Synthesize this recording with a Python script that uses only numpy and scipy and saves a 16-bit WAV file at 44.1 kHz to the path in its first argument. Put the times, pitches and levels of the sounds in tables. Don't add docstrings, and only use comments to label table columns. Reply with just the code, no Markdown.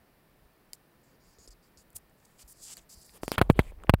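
import sys
import numpy as np
from scipy import signal
from scipy.fft import rfft, irfft, next_fast_len
from scipy.io import wavfile
from scipy.ndimage import uniform_filter1d, minimum_filter1d, map_coordinates

SR = 44100
rng = np.random.default_rng(int(sys.argv[2]) if len(sys.argv) > 2 else 0)


def master(y):
    cut = np.clip(np.atleast_2d(y).T, -1, 1)
    pcm = np.round(cut * 32767)
    wavfile.write(sys.argv[1], SR, pcm.astype(np.int16))


def amplitude_ratio(level_db):
    exponent = np.asarray(level_db, float) / 20
    return 10 ** exponent


N = 176400


def unit(x):
    return x / np.sqrt(np.mean(x ** 2) + 1e-20)


def wobble(rate):
    knots = rng.standard_normal(int(N * rate / SR) + 4)
    return map_coordinates(knots, [np.arange(N) * rate / SR])


def filtered(x, response):
    size = next_fast_len(N + 8192)
    gain = response(np.fft.rfftfreq(size, 1 / SR))
    return irfft(rfft(x, size) * gain, size)[..., :N]


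def noise(points, grain_db=0):
    f, db = np.transpose(points)
    white = rng.standard_normal(N) * amplitude_ratio(grain_db * rng.standard_normal(N))

    def colour(hz):
        return amplitude_ratio(np.interp(np.log(hz + 1), np.log(f + 1), db, left=-120, right=-120))

    return unit(filtered(white, colour))


def strokes(rows, dull, bright):
    low, high = np.zeros(N + SR), np.zeros(N + SR)
    for s, length, db, grow_db, share_db in rows:
        soft = 0.0037 + 0.086 * length
        t = np.arange(round((length + soft) * SR)) / SR
        onset_ratio = 2.5 if grow_db > 5 else 0.5
        edge = np.clip(np.minimum(t / onset_ratio, length + soft - t) / soft, 0, 1) ** 2
        press = amplitude_ratio(db + grow_db * (t / length - 0.5)) * edge
        at = round((s - soft / 4) * SR)
        low[at:][:len(t)] += press
        high[at:][:len(t)] += press * amplitude_ratio(share_db)
    flutter_db, grain_db = 1.8, 3.5
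    dull_skin = amplitude_ratio(flutter_db * wobble(45)) * noise(dull, grain_db)
    bright_skin = amplitude_ratio(flutter_db * wobble(45)) * noise(bright, grain_db)
    return low[:N] * dull_skin + high[:N] * bright_skin


def rings(rows):
    out = np.zeros(N + SR)
    for s, db, hz, ms in rows:
        t = np.arange(round(ms * SR / 1000)) / SR
        u = t / t[-1]
        drift = (hz > 1000) * 0.11 * np.cumsum(rng.standard_normal(len(t)))
        swing = np.sin(2 * np.pi * hz * t + drift)
        soft_start = (1 - np.exp(-u / 0.097)) ** 2
        out[round(s * SR):][:len(t)] += amplitude_ratio(db + 8.5 - 60 * u) * swing * soft_start
    return out[:N]


# (frequency [Hz], level [dB per Hz])
ROOM = [(20, -21.5), (140, 1), (600, -7), (2300, -16), (3400, -21.5), (4800, -22), (6500, -29.5),
        (16200, -20)]
# (frequency [Hz], level [dB per Hz])
WHINE = [(1600, -26), (1800, 0), (2000, -20)]


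def room():
    room_db, whine_db = -65, -83
    hiss = amplitude_ratio(room_db + 0.15 * wobble(5.6)) * noise(ROOM)
    return hiss + amplitude_ratio(whine_db) * noise(WHINE)


# (time [s], level [dB])
GRIP = [
    (0, -74.5),
    (2.3, -70.5),
    (2.9, -72.5),
    (3.38, -52.5),
    (3.5, -37.5),
    (3.75, -50),
    (4, -44),
]


def hand_rumble():
    grip_db = np.interp(np.arange(N) / SR, *np.transpose(GRIP))
    lump_db = 4.5
    return noise([(15, -3), (45, 0), (130, -22)]) * amplitude_ratio(grip_db + lump_db * wobble(25.01))


# (time [s], peak [dB], pitch [Hz], ring [ms])
TICKS = [(.7328, -27, 4670, 4.6), (.7328, -28.5, 7350, 4.1), (.7328, -25, 10300, 1.1),
         (.7328, -28, 14000, 1.6), (1.386, -48, 394, 12), (1.4755, -39.5, 5240, 6.5),
         (1.4755, -47, 10200, 4.4), (1.477, -42.5, 356, 7.5), (2.769, -36.5, 4700, 7.6),
         (3.623, -37, 800, 3.2), (3.721, -34.5, 440, 4.6), (3.8365, -30, 1200, 3.6),
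         (3.8365, -38.5, 8200, 1.1), (3.846, -32, 460, 4.8), (1.773, -53, 59.7, 72), (2.776, -53, 45, 120)]


def nail_ticks():
    return rings(TICKS)


# (time [s], peak [dB], low edge [Hz], high edge [Hz])
SNAPS = [(.7331, -46.5, 1900, 2920), (1.3857, -49, 4000, 8000), (1.7734, -46, 3500, 8000),
         (1.904, -48, 6500, 15000), (1.9307, -51, 6500, 15000), (2.097, -59, 5940, 9100),
         (2.202, -59, 3500, 7000), (2.7688, -44, 1000, 6000), (2.7698, -34.5, 7500, 15500),
         (3.094, -45, 1800, 4500), (3.281, -36, 3500, 12000), (3.789, -54, 500, 2800),
         (3.8013, -51, 400, 2200), (3.812, -63, 1500, 2400), (3.8223, -50, 800, 2400),
         (3.834, -57, 600, 3000), (3.8375, -46, 1210, 3100), (3.87, -43, 400, 2600)]


def snaps():
    out = np.zeros(N + SR)
    t = np.arange(SR // 100) / SR
    t60 = 0.0026
    for s, db, low_hz, high_hz in SNAPS:
        burst = rng.standard_normal(len(t)) * amplitude_ratio(-60 * t / t60)
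        band = signal.butter(4, [low_hz, high_hz], 'band', fs=SR, output='sos')
        burst = signal.sosfilt(band, burst)
        out[round(s * SR):][:len(t)] += amplitude_ratio(db) * burst / np.abs(burst).max()
    return out[:N]


# (time [s], length [s], level [dB], growth [dB], bright share [dB])
SLIDES = [(1.03, 0.094, -76.5, -4, -20), (1.21, 0.135, -75.5, 6, -3), (1.385, 0.083, -70.5, 0, -2.5),
          (1.478, 0.014, -59.5, -11, -14), (1.505, 0.028, -66, -4, -6), (1.625, 0.064, -75.5, -6, -7),
          (1.772, 0.057, -67.5, -2, -3.5), (1.943, 0.025, -56, 25, 7.5), (1.966, 0.022, -62, -13, 7.5),
          (2.17, 0.43, -76.5, 5, -2.5), (2.25, 0.0077, -64.5, -3, -5), (2.372, 0.058, -59, 6, -6),
          (2.476, 0.053, -61.5, 4, 4.5), (2.53, 0.11, -68, 23, -7), (2.6, 0.14, -49.5, 7.5, -9.5),
          (2.75, 0.095, -67, -14, -6), (2.775, 0.019, -61.5, -4, 0.5), (2.892, 0.056, -58, 0, -6),
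          (2.89, 0.29, -69.5, -3, 3.5), (2.97, 0.02, -74, -5, -8), (3.045, 0.024, -67, 3, -1),
          (3.012, 0.023, -61.5, -1, -9), (3.135, 0.044, -73, 3.5, 8)]
GRIPS = [
    (0.736, 0.019, -63.5, -7, 1.4),
    (3.231, 0.033, -59.5, -16, 2.6),
    (3.282, 0.034, -63.5, -23, 1.7),
    (3.318, 0.037, -54, -7, 2),
    (3.215, 0.167, -72.5, -8, 1.8),
    (3.425, 0.04, -76.5, -15, 8),
    (3.492, 0.045, -71, -3, 3.8),
    (3.55, 0.04, -76.5, 6, 8.9),
    (3.596, 0.03, -67, -13, 4.4),
    (3.628, 0.085, -71, -1, 2.5),
]
# (frequency [Hz], level [dB per Hz])
DULL = [(1500, -40), (3200, -16), (4200, -10), (4850, -5), (6000, -7), (7600, 2), (9000, -8), (16200, -27)]
BRIGHT = [(4500, -22), (7000, -9), (9500, 2.5), (12000, -4), (14500, -2.5), (16200, -12)]


def finger_slides():
    return strokes([*SLIDES, *GRIPS], DULL, BRIGHT)


# (time [s], length [s], level [dB], growth [dB], upper share [dB])
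RUBS = [(1.05, 0.11, -81.5, 3, -5), (1.2, 0.18, -75.5, 0, -5), (1.385, 0.078, -67.5, 2, 0),
        (1.505, 0.032, -65, -4, -9), (1.625, 0.044, -75.5, -4, -17), (1.772, 0.039, -68.5, -9, -1),
        (2.385, .05, -66, 3, -13), (2.53, 0.13, -74, -2, -16), (2.62, 0.134, -73, 6, -10),
        (2.895, 0.3, -66, -9, -33), (3.2, 0.09, -67, 7, -8), (3.282, .08, -61.5, -4, -18)]
# (frequency [Hz], level [dB per Hz])
SHELL_LOW = [(3600, -26), (4400, -6.5), (4800, -1.5), (5400, -7.5), (6200, -12)]
SHELL_HIGH = [(5600, -29), (6300, -1), (6800, 10), (7400, -5), (8300, -36)]


def shell_rubs():
    return strokes(RUBS, SHELL_LOW, SHELL_HIGH)


# (time [s], peak [dB], pitch
# [Hz], ring [ms])
SHIFTS = [(1.386, -49, 59.3, 47), (1.476, -44, 40.2, 150), (1.945, -47, 86, 89), (2.434, -46, 51, 96),
          (2.971, -42.5, 57, 46), (3.424, -28.5, 45, 190), (3.494, -12.5, 104.7, 64), (3.511, -30, 54, 70),
          (3.557, -37, 376, 23), (3.602, -24.5, 48, 40), (3.907, -25.5, 29, 120)]


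def hand_shifts():
    return rings(SHIFTS)


# (time [s], length [s], level [dB], growth [dB], bright share [dB])
DRAGS = [(2.39, 0.042, -80, -1, 13.5), (2.62, 0.12, -78, 16.5, 12), (2.772, 0.028, -65.5, -8, 6),
         (3.13, 0.05, -62, 5, -3.5), (3.235, 0.036, -59, -27, -8), (3.281, .03, -54.5, -20, -7),
         (3.32, 0.014, -52, 1, 8), (3.337, 0.023, -51, -1, 9), (3.42, 0.062, -54, -5.5, -18.5),
         (3.49, 0.0056, -35, 15, -24), (3.376, 0.0044, -49, 3, -1), (3.4, 0.017, -39.5, 7, -18),
         (3.925, 0.026, -48, 12, -29), (3.53, 0.058, -57, 12, -8), (3.6, .02, -52, -22, 0),
         (3.628, 0.098, -60.5, -6, -10), (3.74, 0.105, -63.5, 19.5, -36), (3.872, .02, -52, 4, -32),
         (1.958, 0.011, -62, 4, 2.5)]
# (frequency [Hz], level [dB per Hz])
DRAG_LOW = [(40, -6), (150, 9.5), (500, 6), (1200, -2), (2500, -30), (5000, -84)]
DRAG_HIGH = [(600, 3.5), (1500, 2), (2400, 4.5), (3200, 7.5), (4700, -5), (6000, -48)]


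def palm_drags():
    return strokes(DRAGS, DRAG_LOW, DRAG_HIGH)


# (time [s], peak [dB], crack [dB])
TAPS = [
    (3.2338, -16.5, -38),
    (3.28, -15.5, -31),
    (3.3178, -12, -23),
]


def taps():
    out = np.zeros(N)
    u = np.arange(SR // 20) / SR
    crack = 0.5 * noise(RATTLE[2:]) + noise(DULL[:5]) + 0.75 * noise(BRIGHT)

    def bump(width_s):
        return u / width_s * np.exp(1 - u / width_s)

    push = 1.56 * (bump(0.00029) - 0.58 * bump(0.00046))
    for s, db, crack_db in TAPS:
        at = slice(round(s * SR), round(s * SR) + len(u))
        out[at] += amplitude_ratio(db) * push
        out[at] += amplitude_ratio(crack_db - 60 * u / 0.0063) * crack[at]
    return out


# (time [s], suction [dB], rebound [dB], rattle [dB], rattle length [s])
KNOCKS = [
    (3.3811, -31, -22.5, -22.5, 0.018),
    (3.415, -2, -10, -22, 0.014),
    (3.5, -3.5, -3, -27, 0.015),
    (3.5922, -3, -9.5, -24.5, 0.013),
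    (3.8951, -2, -8, -17, 0.01),
    (3.9383, -15, -8, -21.5, 0.01),
]
REBOUND_PITCH = [0.9, 0.92, 1.14, 0.88, 0.92, 0.91]
# (frequency [Hz], level [dB per Hz])
RATTLE = [(150, -17), (500, -0.5), (1500, -4), (2500, -8.5), (4500, -21), (6300, -41), (9500, -24),
          (16200, -28)]


def knocks():
    out = np.zeros(N + SR)
    rattle = np.pad(noise(RATTLE, 2.1), (0, SR))
    suck_s, rebound_hz, rebound_t60, rebound_lag_s, sag = 0.00017, 105.7, 0.04, 0.00032, 13
    rattle_fall_db, rattle_end_s = 23.5, 0.003
    u = np.arange(-SR // 100, SR // 10) / SR
    spike = np.exp(-np.where(u < 0, -u / (1.09 * suck_s), (u / suck_s) ** 2))
    v = np.clip(u - rebound_lag_s, 0, 1)
    turn = 2 * np.pi * rebound_hz * v / (1 + sag * v)
    kick = 1.34 * (1 - np.exp(-v / 0.00093))
    for (s, suck_db, back_db, rattle_db, length), pitch in zip(KNOCKS, REBOUND_PITCH):
        start = round((s + u[0]) * SR)
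        at = slice(start, start + len(u))
        back = amplitude_ratio(back_db + 2.5 - 60 * v / rebound_t60) * np.sin(pitch * turn + kick)
        fade = np.clip(u / suck_s / 2, 0, 1) * np.clip((length - u) / rattle_end_s, 0, 1)
        shake = fade * amplitude_ratio(rattle_db + 4.0 - rattle_fall_db * np.clip(u / length, 0, 1))
        out[at] += back - amplitude_ratio(suck_db) * spike + shake * rattle[at]
    return out[:N]


# (time [s], peak [dB], pitch [Hz], ring [ms])
BODY = [
    (3.3803, -9.5, 1250, 5.3),
    (3.3845, -21, 166, 38),
    (3.4155, -16, 793, 17.3),
    (3.4195, -16.5, 680, 11),
    (3.5045, -24.5, 478, 21),
    (3.5925, -31, 420, 11),
    (3.592, -14.5, 2124, 7.7),
    (3.8955, -24, 860, 18),
    (3.8955, -14.5, 1400, 7.6),
]


def shell_rings():
    return rings(BODY)


# (time [s], length [s], level [dB], growth [dB], upper share [dB])
SCUFFS = [
    (3.628, .035, -66, 3, -13),
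    (3.665, 0.044, -62.5, -6, -21),
]
# (frequency [Hz], level [dB per Hz])
SCUFF = [(1500, -19), (2000, -1), (2400, 3), (2900, -12), (3600, -27)]


def palm_scuffs():
    return strokes(SCUFFS, SCUFF, SHELL_LOW)


def ducking(loud):
    from_db, slope, hold_s = -25.5, 0.43, 0.038
    level_db = 20 * np.log10(np.abs(loud) + 1e-6)
    hold = int(hold_s * SR)
    cut_db = np.minimum(0, slope * (from_db - level_db))
    held_db = minimum_filter1d(cut_db, hold, origin=(hold - 1) // 2)
    return amplitude_ratio(uniform_filter1d(held_db, size=200))


def scene():
    loud = knocks() + taps()
    background = ducking(loud) * room() + hand_rumble()
    touch = nail_ticks() + snaps() + finger_slides() + shell_rubs()
    hand = hand_shifts() + palm_drags() + palm_scuffs()
    quiet_top_hz = 15850
    quiet = filtered(background + touch + hand, lambda hz: 1 / (1 + (hz / quiet_top_hz) ** 200))
    return (loud + shell_rings() + quiet)[None]


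def low_pass(x):
    return signal.sosfilt(signal.butter(12, 17110, fs=SR, output="sos"), x)


def record(dry):
    top_hz = 16700
    mix = filtered(dry, lambda hz: 1 / (1 + (hz / top_hz) ** 60))
    return low_pass(mix)


dry = scene()
out = record(dry)
master(out)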